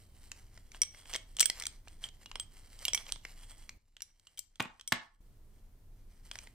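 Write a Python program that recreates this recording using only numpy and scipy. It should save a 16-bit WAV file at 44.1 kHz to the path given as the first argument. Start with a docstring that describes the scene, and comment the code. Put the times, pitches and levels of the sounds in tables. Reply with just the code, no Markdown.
"""Chalk sticks turned in the hands

Two hands turn a bundle of chalk close to a stereo microphone in a small, quiet room. Friction makes
the sticks rasp, and collisions excite their bending modes in brief clinks and ticks. One stick slips
out and knocks twice on a framed board on the table. A low rumble and a faint hiss lie underneath."""
import sys
import numpy as np
from scipy import signal
from scipy.fft import rfft, irfft
from scipy.io import wavfile
from scipy.ndimage import uniform_filter1d

SR = 44100
rng = np.random.default_rng(int(sys.argv[2]) if len(sys.argv) > 2 else 0)


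def bounce(signal):
    """Save signal as a 16-bit WAV file at the path given by the first command-line argument."""
    frames = np.transpose(np.atleast_2d(signal))
    limited = np.clip(frames, -1, 1)
    pcm = np.round(limited * 32767).astype(np.int16)
    wavfile.write(sys.argv[1], SR, pcm)


N = 288403

# Collisions of two loose sticks: start_s, level_db, hardness_db_per_octave, struck_hz, striker_hz,
# place_fraction (of the length), ring_t60_s, ring_over_crack_db, left_over_right_db
COLLISIONS = [(0.8177,-23,5.5,2255,3240,0.26,0.031,13.5,-0.5), (1.137,-38,-4,2940,3300,0.13,0.017,-2,-2.5),
              (1.1524,-35.5,-3.5,3250,2200,0.47,0.031,0,-2), (1.1599,-36.5,2,3170,3370,1,0.031,-6,1),
              (1.3675,-43.5,2.4,3180,3410,0.28,0.026,-5,-1), (1.3871,-41,-2,2900,3200,0.53,0.025,1,-2.5),
              (1.3964,-29.5,5,3200,2920,0.43,0.015,-12,9), (1.405,-22.5,6,3205,3120,.33,.017,-4,-2),
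              (1.4082,-24,9,2895,2800,.28,.015,-7,-4), (1.4102,-23,7.5,3260,3320,0.27,0.055,-7,5),
              (1.4288,-29,-1.5,2236,2750,.33,.022,8,2), (1.4569,-24.5,4.5,3318,3170,0.16,.032,8,-7.5),
              (1.4994,-30,1.6,1990,3294,0.496,0.02,-5,0.5), (1.599,-42,4,3300,2080,.25,.025,2,-1),
              (1.6674,-34.5,4.5,3300,3260,0.21,0.025,-2.5,0),
              (2.0399,-36.5,-0.3,3185,3136,.06,0.044,10,-0.5), (2.2592,-49,-2,2866,3310,0.53,0.045,-1.5,0),
              (2.356,-40,-5,3330,2110,0.14,0.031,1.5,-1.5), (2.3981,-35.5,2,3228,3160,0.29,0.063,4,-1.5),
              (2.8523,-30.5,6,2840,2340,0.5,0.023,2.5,-2.5), (2.8816,-30.5,-1.5,3310,3100,.41,0.044,0.5,-5),
              (2.9333,-29.5,0,2250,3120,0.25,0.016,4.5,-2), (2.947,-27,4.5,2277,3160,0.11,0.033,6.5,-4.5),
              (2.9762,-38,-3.5,3380,2220,.11,.026,2.5,-2.5), (3.1222,-33,4,3303,3270,0.35,0.0074,-6,-5),
              (4.0202,-40,7,2270,2840,.15,0.024,1.5,-3), (4.27,-55.5,0.5,2890,3100,0.39,0.042,0,-2),
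              (4.3743,-49,8,3157,2310,0.44,0.12,15,1.5), (4.3915,-38.5,11.5,2810,3260,0.23,0.023,-4.5,6.5),
              (4.6243,-46.5,24,2824,3240,0.37,0.011,2,0), (4.876,-38,9,3240,2240,0.31,.045,2.5,1)]
# Blows on a tightly held stick: start_s, level_db, hardness_db_per_octave, pitch_hz
GRIPPED_BLOWS = [(0.3168, -43, 0, 2650), (0.5759, -56.5, -5, 1980), (0.7178, -55.0, 1.5, 2330),
                 (0.7465, -51.5, -12.5, 2880), (0.8326, -38, 2.5, 3210), (0.9466, -56, -10, 2130),
                 (1.0567, -57.5, -8, 3130), (1.131, -48.5, -4, 3130), (1.1456, -38.0, -2, 2020),
                 (1.6119, -48.5, -10.5, 1990), (1.6225, -40.5, 2.5, 2100), (1.6365, -45, -1.3, 3430),
                 (1.6545, -41.5, 4, 2340), (1.8745, -56, -13, 2330), (1.882, -54.5, 1, 2860),
                 (2.0879, -52.5, -0.5, 3220), (2.3145, -46.5, -7, 2850), (2.7901, -54.5, 5.5, 3200),
                 (3.0658, -52, -6.5, 3130), (3.092, -50.5, -8.3, 2460), (3.159, -51, -6.5, 3490),
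                 (3.2509, -42.5, -8, 2125), (3.6925, -45, 0.5, 2276), (3.967, -54, -3.5, 3040),
                 (4.0055, -54, -0.8, 2840), (4.1967, -67, 5.5, 3210), (4.381, -52.5, 4, 3210),
                 (4.557, -61.5, 2, 3340), (4.7965, -55.5, -3.9, 3160), (4.8109, -52, 1.1, 3196),
                 (6.3136, -42.0, -2.8, 3230), (6.3551, -46.5, -4.4, 1960), (6.388, -45.0, -0.5, 2360),
                 (6.472, -54.5, -8.5, 2070)]
# Bending modes of a stick: ratio_to_lowest_mode
MODE_RATIOS = [1, 2.565, 4.66]
# Contacts of the fallen stick with the board: start_s, level_db, hardness_db_per_octave
LANDINGS = [(4.598,-39.5,-0.5), (4.602,-31.5,-1.9), (4.6045,-30.5,-1), (4.6554,-48,-3.5), (4.9215,-27,2.5),
            (4.924,-26.5,1.1)]
# Modes of the board: pitch_hz, level_db, t60_s
BOARD_MODES = [(125, -3, .045), (180, -3, .055), (235, -3, .06), (310, -7, .03), (894, -4, .022),
               (1070, 0, .028), (1300, -3, .016), (1760, -1, .014), (3150, -5, .008)]
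# Sliding friction as the bundle turns: time_s, level_db
FRICTION_CURVE = [(0, -66), (.5, -70.5), (1.04, -61), (1.25, -70), (1.55, -57), (1.71, -67.5), (2.2, -73.5),
                  (2.45, -64.5), (2.7, -65.5), (3.0, -59.5), (3.37, -70.5), (3.6, -61.5), (3.8, -81),
                  (4.8, -80.5), (5.3, -85), (6.0, -89.5), (6.21, -75), (6.54, -66)]
# Harder scrapes, where one stick judders along another: start_s, length_s, level_db
HARD_SCRAPES = [(1.083, 0.12, -52), (1.6, 0.059, -60), (1.978, 0.12, -56.5), (2.52, 0.16, -68),
                (3.068, 0.045, -62), (3.237, .13, -60.5), (4.381, 0.01, -60.5), (6.225, 0.25, -63.5)]
# Lowest bending mode of each stick that slides: pitch_hz
SLIDING_PITCHES = [2414, 2930, 3160, 3350]
# Spectral envelope of each kind of contact: frequency_hz, gain_db
CLINK_SPECTRUM = [(300, -5), (700, -4.5), (1500, -2.5), (2200, -3), (4000, 1.5), (6000, 0.5), (8500, -3.5),
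                  (11000, -14.5), (15000, -20.5)]
TICK_SPECTRUM = [(300, -15), (700, -8), (1500, -3), (2200, -1.5), (4000, 0), (6000, 1.5), (8500, -4),
                 (11000, -18), (15000, -20.5)]
KNOCK_SPECTRUM = [(100,-12), (200,-0.5), (330,-9), (500,-0.5), (830,-6), (1150,0), (1750,0.5), (3300,-1.5),
                  (5000,-10.5), (8000,-16.5), (13000,-25.5)]
RUB_SPECTRUM = [(240, -34.5), (400, -10), (520, -6), (765, -4), (1560, -7), (2050, -2.5), (2550, -10.5),
                (3370, -2.5), (3990, 0.5), (5600, -3.5), (6740, -8), (8370, 0), (10600, -8), (11800, -11.5),
                (15000, -14), (16000, -20.5)]
# Reverberation time of the room: frequency_hz, t60_s
ROOM_DECAY = [(100, 0.32), (300, 0.19), (1000, 0.36), (3000, 0.24), (6000, 0.28), (9000, 0.14),
              (15000, 0.067)]
# Spectral envelope of the reflections: frequency_hz, gain_db
ROOM_SPECTRUM = [(100, -7), (500, 3), (1500, -2.5), (3000, 1), (6000, -4), (9000, 2), (15000, -0.5)]
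# Spectral envelopes of the background noise: frequency_hz, gain_db
RUMBLE_SPECTRUM = [(10, -28.5), (20, 3.5), (27, 4.5), (34, 2), (41, -17), (54, -6.5), (75, -12), (100, -12),
                   (150, -22.5), (250, -25.5), (400, -31.5), (900, -43), (2000, -67)]
HISS_SPECTRUM = [(200, -4.5), (700, 1.5), (1500, -1.5), (3000, -6.5), (8000, -7.5), (15500, -6),
                 (17000, -24.5)]
# The background dips briefly, then for longer: start_s, length_s, rumble_change_db, hiss_change_db
BACKGROUND_DIPS = [(0.958, 0.082, -4, -8), (3.777, 1.43, -15.5, -18.5)]
# Frequency response of the microphone: frequency_hz, gain_db
MICROPHONE_RESPONSE = [(20, -1), (10000, 1), (14000, 1), (15300, 0), (16000, -11.5), (17000, -24.5)]

BAND_LIMIT_HZ = 16300


def clinks(striker_db=-4, crack_t60_s=0.015, twin_detune=0.007, twin_db=-8, chime_db=-26, chime_t60_s=.24):
    """Impact sets both sticks in free vibration; the fingers damp it fast, and a faint chime lingers."""
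    out, t = np.zeros((2, N)), np.arange(5000) / SR
    for start_s, level_db, hardness, struck_hz, striker_hz, place, t60, ring_db, pan_db in COLLISIONS:
        struck = bending_modes(struck_hz, place, t60)
        striker = [(hz, db + striker_db, t60) for hz, db, _ in bending_modes(striker_hz, place, t60)]
        # a worn stick is not quite round, so each mode beats against a close twin
        twins = [(hz * (1 + twin_detune), db + twin_db, t60) for hz, db, _ in struck]
        chime = [(hz, db + chime_db, chime_t60_s) for hz, db, _ in struck + striker]
        tone = unit_energy(ring(struck + striker + twins + chime, t, spread_rad=1.0))
        snap = crack(t, min(crack_t60_s, t60 / 2), correlation=0.82, cutoff_hz=330)
        clink = impact(gain_of(ring_db) * tone + snap, CLINK_SPECTRUM, level_db, hardness)
        add(out, start_s, panned(clink, pan_db))
    return out


def ticks(place=.42, ring_t60_s=0.012, ring_db=-4):
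    """A tight grip damps the bending modes heavily, so a blow is mostly contact noise."""
    out, t = np.zeros((2, N)), np.arange(2048) / SR
    for start_s, level_db, hardness, pitch_hz in GRIPPED_BLOWS:
        tone = unit_energy(ring(bending_modes(pitch_hz, place, ring_t60_s), t, spread_rad=.8))
        snap = crack(t, t60_s=0.015, correlation=.7, cutoff_hz=326)
        add(out, start_s, impact(gain_of(ring_db) * tone + snap, TICK_SPECTRUM, level_db, hardness))
    return panned(out, left_db=-1)


def bending_modes(pitch_hz, place, t60_s, node_db=-15, weights_db=(0, 0, -1)):
    """A free bar has inharmonic modes; each is weakly excited by a blow near one of its nodes."""
    mode_shape = np.cos(np.pi * ((np.arange(3) + 1.5) * place + .25))
    levels_db = 20 * np.log10(np.hypot(mode_shape, gain_of(node_db))) + weights_db
    return [(pitch_hz * ratio, db, t60_s) for ratio, db in zip(MODE_RATIOS, levels_db)]


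def ring(modes, t, spread_rad):
    """Free vibration is a sum of damped sines, each reaching the two microphones at different phases."""
    tone = np.zeros((2, len(t)))
    for hz, db, t60 in modes:
        if hz < BAND_LIMIT_HZ:
            phase = spread_rad * np.sqrt(hz / BAND_LIMIT_HZ) * rng.standard_normal((2, 1))
            tone += gain_of(db - 60 * t / t60) * np.sin(2 * np.pi * hz * t + phase)
    return tone


def crack(t, t60_s, correlation, cutoff_hz):
    """Crushed grit gives a burst of noise from a source too small to radiate deep bass."""
    burst = noise_pair(len(t), correlation) * gain_of(-60 * t / t60_s)
    return unit_energy(highpass(burst, cutoff_hz, order=2))


def impact(blow, spectrum, level_db, hardness, contact_s=0.00013, knee_hz=990, size=8192):
    """Chalk crushes, so a blow takes time to build; a harder contact lifts the treble above the knee."""
    onset = 1 - np.exp(-np.arange(blow.shape[1]) / (contact_s * SR))
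    hz = np.fft.rfftfreq(size, 1 / SR)
    response_db = value_at(spectrum, hz) + hardness * np.log2(hz + knee_hz)
    # folding the cepstrum makes the filter causal (minimum phase)
    cepstrum = irfft(np.log(gain_of(response_db)))
    cepstrum[1:size // 2] *= 2
    cepstrum[size // 2 + 1:] = 0
    shaped = rfft(blow * onset, size) * np.exp(rfft(cepstrum))
    energy = (abs(shaped[:, hz < BAND_LIMIT_HZ]) ** 2).mean(0).sum() * 2 / size
    return gain_of(level_db) * np.sqrt(.01 * SR / energy) * irfft(shaped)  # level as rms over 10 ms


def knocks(body_db=-4.5, gain_db=1):
    """The stick lands on one end, then the other, exciting the well-damped modes of the board."""
    out, t = np.zeros((2, N)), np.arange(8192) / SR
    for start_s, level_db, hardness in LANDINGS:
        body = gain_of(body_db) * unit_energy(ring(BOARD_MODES, t, spread_rad=0.93))
        snap = crack(t, t60_s=0.017, correlation=.8, cutoff_hz=650)
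        knock = impact(body + snap, KNOCK_SPECTRUM, level_db, hardness)
        add(out, start_s, panned(knock, left_db=-1))
    # the board is too small to push air below its lowest mode
    return gain_of(gain_db) * highpass(out, cutoff_hz=80, order=4)


def rubbing(ring_db=-5, gain_db=2):
    """Sliding friction radiates noise that swells with each scrape and faintly rings the sticks."""
    t = np.arange(N) / SR
    envelope = gain_of(gain_db + np.interp(t, *np.transpose(FRICTION_CURVE)))
    for start_s, length_s, level_db in HARD_SCRAPES:
        envelope += gain_of(level_db) * np.sin(np.pi * np.clip((t - start_s) / length_s, 0, 1))
    friction = stick_slip()
    rasp = unit_rms(friction) + gain_of(ring_db) * unit_rms(stick_resonance(friction))
    return panned(envelope * coloured(rasp, RUB_SPECTRUM), left_db=-1.5)


def stick_slip(grains_per_s=900, size_db=3.5, energy_decay_s=0.00014, smooth_part=0.74, grip_db=5):
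    """Grit catches and slips, adding fine random pulses to the smooth noise of sliding."""
    sizes = gain_of(size_db * np.minimum(rng.exponential(1, N), 3))
    slips = sizes * (rng.random(N) < grains_per_s / SR)
    grit = np.sqrt(signal.lfilter([1], [1, -np.exp(-1 / (energy_decay_s * SR))], slips ** 2))
    grip = gain_of(grip_db * wander(samples=2000))  # tightens and gives many times a second
    return (unit_rms(grit) + smooth_part) * grip * noise_pair(N, correlation=0.93)


def stick_resonance(friction, t60_s=0.01, overtone_step_db=0.1, turn_db=8.5):
    """Forced vibration: friction drives the modes of whichever sticks the turning bundle leaves free."""
    t = np.arange(SR // 10) / SR
    freedom_db = turn_db * np.transpose([wander(samples=16000) for _ in SLIDING_PITCHES])
    shares = unit_energy(gain_of(freedom_db)).T
    out = np.zeros((2, N))
    for pitch_hz, share in zip(SLIDING_PITCHES, shares):
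        modes = [(pitch_hz * ratio, overtone_step_db * k, t60_s) for k, ratio in enumerate(MODE_RATIOS)]
        out += signal.oaconvolve(friction * share, ring(modes, t, spread_rad=1.0), axes=1)[:, :N]
    return out


def from_the_right(x, lag_s=.00004):
    """A longer path delays the sound at the left microphone, here by at most a quarter cycle."""
    phase = np.minimum(2 * np.pi * np.fft.rfftfreq(N, 1 / SR) * lag_s, np.pi / 2)
    left = irfft(rfft(x[0]) * np.exp(-1j * phase), N)
    return np.array([left, x[1]])


def room(x, first_echo_s=0.0064, echoes_per_sample=.15, size=SR // 2):
    """Reverberation: dense reflections decay exponentially, the high treble dying first."""
    echoes = noise_pair(size, correlation=0.27) * (rng.random(size) < echoes_per_sample)
    echoes *= np.arange(size) > first_echo_s * SR
    hz, t, bands = signal.stft(echoes, SR, nperseg=256)
    bands *= gain_of(-60 * t / value_at(ROOM_DECAY, hz)[:, None])
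    bands *= gain_of(value_at(ROOM_SPECTRUM, hz))[:, None]
    tail = signal.istft(bands, SR, nperseg=256)[1]
    return signal.fftconvolve(x, unit_energy(tail), axes=1)[:, :N]


def background(rumble_db=-54, hiss_db=-76, dip_edge_s=0.0057):
    """Random noise: a rumble highly correlated between the sides and a diffuse hiss. Both dip twice."""
    t = np.arange(N) / SR
    for start_s, length_s, rumble_change_db, hiss_change_db in BACKGROUND_DIPS:
        inside = np.clip(np.minimum(t - start_s, start_s + length_s - t) / dip_edge_s, 0, 1)
        rumble_db += rumble_change_db * inside
        hiss_db += hiss_change_db * inside
    rumble = gain_of(rumble_db) * coloured(noise_pair(N, correlation=0.97), RUMBLE_SPECTRUM)
    hiss = gain_of(hiss_db) * coloured(noise_pair(N, correlation=0.15), HISS_SPECTRUM)
    return rumble + hiss


def gain_of(db):
    """Amplitude grows tenfold every 20 dB."""
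    return 10 ** (np.asarray(db) / 20)


def unit_rms(x):
    """Normalises mean power to 1."""
    return x / np.sqrt(np.mean(x ** 2) + 1e-20)


def unit_energy(x):
    """Normalises the energy of each row to 1."""
    return x / np.sqrt(np.sum(x ** 2, axis=-1, keepdims=True) + 1e-20)


def value_at(curve, hz):
    """Interpolates on a log-frequency axis."""
    curve_hz, values = np.transpose(curve)
    return np.interp(np.log(hz + 1), np.log(curve_hz + 1), values)


def add(mix, start_s, sound):
    """Superposes a stereo sound on the mix."""
    part = mix[:, round(start_s * SR):][:, :sound.shape[1]]
    part += sound[:, :part.shape[1]]


def panned(x, left_db):
    """Sets a level difference between the sides at constant power."""
    return x * unit_rms(gain_of([[left_db / 2], [-left_db / 2]]))


def noise_pair(size, correlation):
    """White noise at two microphones, correlated through a shared part."""
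    shared = rng.standard_normal(size)
    return np.sqrt(correlation) * shared + np.sqrt(1 - correlation) * rng.standard_normal((2, size))


def highpass(x, cutoff_hz, order):
    """Attenuates frequencies below the cutoff."""
    return signal.sosfilt(signal.butter(order, cutoff_hz, "high", fs=SR, output="sos"), x)


def filtered(x, spectrum):
    """Linear filtering multiplies each frequency by its gain."""
    return irfft(rfft(x) * gain_of(value_at(spectrum, np.fft.rfftfreq(N, 1 / SR))), N)


def coloured(x, spectrum):
    """Imposes a spectral envelope, at rms 1."""
    return unit_rms(filtered(x, spectrum))


def wander(samples):
    """Moving averages turn white noise into a slow fluctuation, at rms 1."""
    return unit_rms(uniform_filter1d(uniform_filter1d(rng.standard_normal(N), samples), samples // 2))


def scene(hands_wet_db=-17, table_wet_db=-12):
    """The reverberant share grows with distance: the hands are close and dry, the table farther off."""
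    hands = from_the_right(clinks() + ticks() + rubbing())
    table = knocks()
    reflections = room(gain_of(hands_wet_db) * hands + gain_of(table_wet_db) * table)
    return hands + table + reflections + background()


def record(dry):
    """Low-pass filtering: the microphone's soft top end, then the recorder's band limit."""
    band_limit = signal.firwin(255, BAND_LIMIT_HZ, window=("kaiser", 9), fs=SR)
    return signal.oaconvolve(filtered(dry, MICROPHONE_RESPONSE), band_limit[None], "same")


dry = scene()
out = record(dry)
bounce(out)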